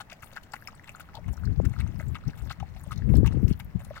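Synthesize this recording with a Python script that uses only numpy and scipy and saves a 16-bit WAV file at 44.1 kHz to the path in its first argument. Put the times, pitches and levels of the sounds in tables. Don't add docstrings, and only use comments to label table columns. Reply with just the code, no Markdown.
import sys
import numpy as np
from scipy import signal
from scipy.fft import rfft, irfft
from scipy.io import wavfile

SR = 44100
rng = np.random.default_rng(int(sys.argv[2]) if len(sys.argv) > 2 else 0)


def unload_audio(sound):
    columns = np.transpose(np.atleast_2d(sound))
    steps = np.round(np.clip(columns, -1, 1) * 32767)
    wavfile.write(sys.argv[1], SR, steps.astype(np.int16))


N = 176400
T = np.arange(N) / SR

# start in seconds, nominal length in seconds, mouth resonance in Hz, its
# relative level in dB, squelch pitch in Hz, its relative level in dB, relative spray level in dB.
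TONGUE_STROKES = [(0, 0.017, 1360, -36.5, 4060, -42, -43.5), (0.096, 0.0089, 1530, -50, 3980, -44, -65),
                  (0.11, 0.023, 2050, -48, 2470, -45, -49.5), (0.222, 0.011, 1700, -39.5, 2170, -48, -44.5),
                  (0.231, 0.013, 1530, -49, 5870, -54.5, -61), (0.325, 0.0095, 1220, -61, 3560, -64, -52),
                  (0.356, 0.023, 1560, -42, 2300, -40, -47.5), (0.43, 0.01, 2010, -66, 4000, -56, -50),
                  (0.534, 0.0096, 1130, -31, 2170, -35.5, -40), (0.553, 0.013, 1870, -43, 2320, -53, -48),
                  (0.675, 0.021, 1250, -45, 2440, -63, -50), (0.871, 0.022, 1400, -48, 2480, -45.5, -52),
                  (0.995, 0.021, 1230, -54, 2700, -47, -46), (1.133, 0.047, 825, -47.5, 3700, -52, -62),
                  (1.277, 0.015, 940, -46.5, 2560, -50, -52), (1.328, 0.012, 860, -48.5, 6150, -72, -43.5),
                  (1.435, 0.016, 1440, -52, 6240, -69, -56), (1.648, 0.011, 1680, -40, 2900, -47.5, -45),
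                  (1.729, 0.018, 1640, -46.5, 2280, -75, -54.5),
                  (1.784, 0.031, 1450, -42, 4130, -46.5, -55), (1.99, 0.032, 1740, -42, 3070, -55.5, -49.5),
                  (2.145, 0.021, 1280, -44.5, 2760, -40, -50.5), (2.27, 0.036, 1900, -52, 4640, -61, -78),
                  (2.372, 0.03, 1600, -54, 2300, -59, -50.5), (2.494, 0.034, 1290, -39.5, 3200, -40.5, -46),
                  (2.599, 0.008, 1270, -41, 2880, -44, -53), (2.76, 0.014, 920, -53, 2720, -53.5, -60),
                  (2.91, 0.023, 1280, -45.5, 3030, -43.5, -43),
                  (3.088, 0.017, 2000, -51.5, 2390, -51, -52.5), (3.127, 0.047, 870, -59, 2740, -50, -51),
                  (3.241, 0.012, 1150, -37.5, 4150, -55, -79),
                  (3.258, 0.017, 1180, -38.5, 2580, -35, -38.5), (3.477, 0.042, 1720, -57, 3450, -48, -48),
                  (3.596, 0.012, 1180, -45.5, 2490, -40, -51),
                  (3.791, 0.028, 1020, -50.5, 2380, -52, -52.5), (3.845, 0.0087, 970, -55, 6200, -53, -48),
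                  (3.951, 0.029, 1480, -39.5, 2920, -49, -53)]

def smacks():
    out = np.zeros(N)
    for start, length, mouth_hz, mouth_db, squelch_hz, squelch_db, spray_db in TONGUE_STROKES:
        mouth = burst(length, mouth_hz, spread_oct=0.33, cycles=11, count=22)
        squelch = burst(length, squelch_hz, spread_oct=0.43, cycles=9.9, count=26)
        spray = burst(length, hz=8800, spread_oct=0.39, cycles=37, count=40)
        add(out, start, from_db(mouth_db - 2.5) * mouth)
        add(out, start, from_db(squelch_db - 2.5) * squelch)
        add(out, start, from_db(spray_db - 9.5) * spray)
        add(out, start, from_db(spray_db - 11) * snaps(length, count=9))
    return out


# start in seconds, initial pitch in Hz, relative peak level in dB.
AIR_POCKETS = [(0.121, 2430, -34.5), (0.1231, 670, -43.5), (0.371, 1520, -29), (0.5401, 928, -40.5),
               (0.6231, 1660, -39.5), (0.6734, 2340, -30), (0.6845, 1240, -38), (0.7954, 1860, -41.5),
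               (0.8426, 1960, -43.5), (0.8925, 2470, -33), (0.9486, 1370, -37), (1.0052, 1420, -37),
               (1.0883, 1350, -42.5), (1.1447, 850, -45.5), (1.1705, 877, -37.5), (1.1862, 610, -42),
               (1.2435, 2100, -47), (1.3757, 1370, -42.5), (1.4348, 1420, -41.5), (1.474, 1620, -41),
               (1.7634, 1330, -39.5), (2.0038, 617, -40.5), (2.1546, 1240, -33), (2.237, 1330, -45),
               (2.3334, 1600, -44), (2.5102, 1290, -31.5), (2.6004, 1290, -47), (2.6266, 767, -33),
               (2.7616, 740, -49), (2.8632, 587, -47), (2.909, 1240, -34), (2.9186, 1224, -30),
               (3.0206, 1740, -41), (3.3243, 1470, -48), (3.906, 593, -33)]

def bubbles():
    cycles, overtone_ratio, overtone_db = 16.3, 3.1, -16
    out = np.zeros(N)
    for start, hz, db in AIR_POCKETS:
        gain = from_db(db + 4)
        add(out, start, gain * ping(hz, cycles, rise_oct_per_s=2))
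        add(out, start, gain * from_db(overtone_db) * ping(hz * overtone_ratio, cycles))
    return out


# start in seconds, relative level in dB, pitch in Hz.
DROPLETS = [(0.1023, -59, 3800), (0.1274, -40, 6100), (0.2423, -41, 9500), (0.3306, -44.5, 4500),
            (0.432, -45, 3870), (0.519, -40, 6120), (0.5343, -35.5, 4970), (0.6547, -47, 12300),
            (0.6716, -31, 4770), (0.749, -46, 8600), (0.84, -50, 5700), (0.8929, -44, 8040),
            (0.9574, -43.5, 7800), (0.999, -36.5, 10360), (1.1499, -34, 3790), (1.171, -50, 3880),
            (1.3294, -54, 6600), (1.368, -46.5, 6230), (1.4523, -40.5, 4940), (1.6518, -39.5, 7020),
            (1.694, -49.5, 7950), (1.7867, -48, 5000), (1.8032, -38.5, 9320), (1.8727, -47, 9000),
            (2.0813, -45.5, 8600), (2.278, -39.5, 5700), (2.3017, -47.5, 4840), (2.794, -50.5, 8200),
            (2.81, -46, 13200), (2.8352, -40.5, 9000), (2.9148, -58, 6100), (2.958, -46, 4330),
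            (2.9752, -39.5, 5400), (3.1514, -37, 4110), (3.1652, -36.5, 9300), (3.271, -35, 5480),
            (3.3244, -47, 3750), (3.5316, -42.5, 4000), (3.6017, -50, 8700), (3.6453, -44, 12100),
            (3.847, -42, 9270)]

def ticks():
    length_s = 0.004
    out = np.zeros(N)
    for start, db, hz in DROPLETS:
        add(out, start, from_db(db - 6) * burst(length_s, hz, spread_oct=0.25, cycles=37, count=8))
        add(out, start, from_db(db - 14.5) * snaps(length_s, count=3))
    return out


# start in seconds, nominal length in seconds, level in dB.
FROTH_SPELLS = [(0.218,.12,-58.5),(0.535,0.15,-63.5),(0.868,0.16,-67),(1.282,.12,-64),(1.65,0.11,-68),(1.938,0.17,-64),(2.342,0.12,-62),(2.76,.12,-65.5),(3.094,0.14,-63),(3.395,0.2,-65),(3.592,.016,-49.5),(3.788,0.12,-65)]

def froth():
    out = np.zeros(N)
    for start, length, db in FROTH_SPELLS:
        add(out, start, from_db(db) * burst(length, hz=12800, spread_oct=0.22, cycles=18, count=50))
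    return out


# time in seconds, relative level in dB.
MUZZLE_WETNESS = [(0.0, -76), (0.26, -66), (0.34, -63.5), (0.43, -70.5), (0.96, -65.5), (1.12, -71.5),
                  (1.78, -66.5), (1.88, -63.5), (2.07, -68.5), (2.44, -63), (2.58, -70.5), (2.84, -65.5),
                  (3.0, -66), (3.22, -83), (3.33, -60), (3.62, -75.5), (3.89, -67), (4.0, -59)]

def wet_muzzle():
    span = N / SR
    crackle = grains(rng.uniform(0, span, 4000), span, 5590, spread_oct=0.667, cycles=16.6, spread_db=7.5)
    slosh = grains(rng.uniform(0, span, 1100), span, 1500, spread_oct=0.71, cycles=7, spread_db=4.5)
    envelope = from_db(in_time(MUZZLE_WETNESS) + drift(10.3))
    return envelope * (from_db(-0.5) * rms_one(crackle) + from_db(7.5) * rms_one(slosh))


def ping(hz, cycles, rise_oct_per_s=0):
    attack_share = 0.11
    t = np.arange(int(cycles / hz * SR) + 3) / SR
    age = t * hz / cycles
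    envelope = (1 - np.exp(-(age / attack_share) ** 2)) * np.exp(-np.log(1000) * age)
    phase = 2 * np.pi * hz * t * 2 ** (rise_oct_per_s * t / 2)
    return np.sin(phase) * envelope / envelope.max()


def grains(times, span, hz, spread_oct, cycles, spread_db):
    out = np.zeros(int(span * SR))
    draws = np.clip(rng.standard_normal((len(times), 3)), -2.5, 2.5)
    for start, (pitch, strength, polarity) in zip(times, draws):
        grain_hz = min(hz * 2 ** (spread_oct * pitch), 0.45 * SR)
        add(out, start, np.sign(polarity) * from_db(spread_db * strength) * ping(grain_hz, cycles))
    return out


def burst(length, hz, spread_oct, cycles, count):
    times = length * rng.beta(1.6, 2.6, count) * 1.35
    wave = grains(times, 2 * length + 0.02, hz, spread_oct, cycles, spread_db=6)
    return wave * np.sqrt(length * SR / np.sum(wave ** 2))


def snaps(length, count):
    highpass_hz = 9800
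    clicks = np.zeros(int((length + 0.005) * SR))
    clicks[(length * SR * rng.beta(1, 1.6, count)).astype(int)] = rng.standard_normal(count)
    wave = signal.sosfilt(signal.butter(2, highpass_hz, "high", fs=SR, output="sos"), clicks)
    return wave * np.sqrt(length * SR / np.sum(wave ** 2))


def scatter(x, t60_s, delay_s=0.00098):
    t = T[:SR // 2]
    tail = rng.standard_normal(len(t)) * from_db(-60 * t / t60_s) * (t > delay_s)
    return signal.fftconvolve(x, tail / np.linalg.norm(tail))[:N]


def with_reflections(x):
    return x + from_db(-7.5) * scatter(x, t60_s=0.053) + from_db(-19.5) * scatter(x, t60_s=0.11)


def at_ports(x):
    shadow_hz, lag_s, notch_hz = 3980, 0.000042, 10450
    left, right = with_reflections(x), with_reflections(x)
    shadowed = signal.sosfilt(signal.butter(4, shadow_hz, fs=SR, output="sos"), right)
    leak = np.interp(T - lag_s, T, right)
    left = signal.lfilter(*signal.iirnotch(notch_hz, Q=18, fs=SR), left)
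    return np.array([left, from_db(-7.5) * shadowed + from_db(-26.5) * leak])


# time in seconds, relative level in dB.
EXPOSED_GUSTS = [(0,-81),(1,-57.5),(1.19,-45),(1.31,-28),(1.37,-42),(1.5,-20),(1.56,-29.5),(1.66,-19.5),(1.71,-36.5),(1.76,-38.5),(1.79,-28),(1.92,-32.5),(1.99,-31.5),(2.12,-28.5),(2.24,-52.5),(2.285,-22),(2.33,-48),(2.4,-44.5),(2.45,-28),(2.56,-54.5),(2.61,-35),(2.66,-42.5),(2.8,-45),(2.95,-34),(3.18,-12),(3.27,-21),(3.3,-24),(3.36,-20.5),(3.4,-24.5),(3.44,-21),(3.515,-19),(3.545,-35.5),(3.73,-45.5),(3.755,-25.5),(3.79,-38),(4,-55)]
SHELTERED_GUSTS = [(0, -63.5), (1.1, -55), (1.55, -52.5), (1.8, -54), (2.1, -57), (2.26, -40), (2.4, -49.5),
                   (2.9, -54.5), (3.03, -46), (3.2, -53.5), (3.29, -36), (3.38, -47), (4, -46.5)]
# frequency in Hz, relative spectral density in dB.
RUMBLE_SPECTRUM = [(20, -16), (40, -4.5), (65, 4.5), (114, 0), (185, -7.5), (280, -22), (450, -35.5),
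                   (800, -54), (2000, -94)]
BUFFET_SPECTRUM = [(60, -1.5), (180, 4.5), (300, 3), (450, -6.5), (700, -27), (1200, -36), (3000, -56.5)]
# start in seconds, peak level in dB, pitch in Hz.
EDDIES = [(1.600, -12, 450), (3.141, -15, 470), (3.231, -7, 255), (3.371, -13, 240), (3.429, -10, 198),
          (3.510, -9.5, 169), (3.753, -17.5, 131)]

def wind():
    flutter_db, strong_gust_db, buffet_growth = 3.5, -11, 1.64
    gust_db = in_time(EXPOSED_GUSTS)
    buffet_db = strong_gust_db - 8 + buffet_growth * (gust_db - strong_gust_db)
    left = from_db(gust_db + 2.5 + flutter_db * drift(25)) * noise(RUMBLE_SPECTRUM)
    left += from_db(buffet_db + flutter_db * drift(48)) * noise(BUFFET_SPECTRUM)
    for start, db, hz in EDDIES:
        add(left, start, from_db(db) * ping(hz, cycles=3.45))
    right = from_db(in_time(SHELTERED_GUSTS) + flutter_db * drift(38)) * noise(RUMBLE_SPECTRUM)
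    return np.array([left, right])


# frequency in Hz, relative spectral density in dB.
AIR_SPECTRUM = [(20, 2.5), (70, 3), (160, 4), (350, -10), (500, -12), (760, -9), (1300, -14.5), (1800, -13),
                (3400, -28.5), (8000, -35.5), (10200, -38.5), (15500, -30.5)]
# frequency in Hz, coherence from 0 to 1.
AIR_COHERENCE = [(100, 1), (600, 0.4), (1800, 0), (5000, 0)]

def open_air():
    level_db, left_bias_db = -53.5, 3
    coherence = np.clip(per_bin(AIR_COHERENCE), 0, 1)
    mid = irfft(rfft(noise(AIR_SPECTRUM)) * np.sqrt((1 + coherence) / 2), N)
    side = irfft(rfft(noise(AIR_SPECTRUM)) * np.sqrt((1 - coherence) / 2), N)
    pan = from_db(left_bias_db / 2)
    return from_db(level_db) * np.array([(mid + side) * pan, (mid - side) / pan])


def noise(spectrum):
    return rms_one(irfft(rfft(rng.standard_normal(N)) * from_db(per_bin(spectrum)), N))


def drift(corner_hz):
    hop, settling_steps = 40, 2000
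    pole = np.exp(-2 * np.pi * corner_hz * hop / SR)
    white = rng.standard_normal(N // hop + settling_steps + 2)
    slow = signal.lfilter([1], [1, -2 * pole, pole * pole], white)[settling_steps:]
    return np.interp(np.arange(N) / hop, np.arange(len(slow)), rms_one(slow))


def from_db(db):
    return 10 ** (np.asarray(db) / 20)


def rms_one(x):
    return x / np.sqrt(np.mean(x ** 2) + 1e-20)


def in_time(rows):
    return np.interp(T, *np.transpose(rows))


def per_bin(rows):
    hz, values = np.transpose(rows)
    return np.interp(np.log(np.fft.rfftfreq(N, 1 / SR) + 1), np.log(hz), values)


def add(out, start, wave):
    i = int(np.clip(start * SR, 0, len(out)))
    out[i:i + len(wave)] += wave[:len(out) - i]


def scene():
    lapping = smacks() + bubbles() + ticks() + froth() + wet_muzzle()
    return at_ports(lapping) + wind() + open_air()


def record(dry):
    cutoff_hz = 16100
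    return signal.sosfilt(signal.ellip(10, 0.3, 80, cutoff_hz, fs=SR, output="sos"), dry)


dry = scene()
out = record(dry)
unload_audio(out)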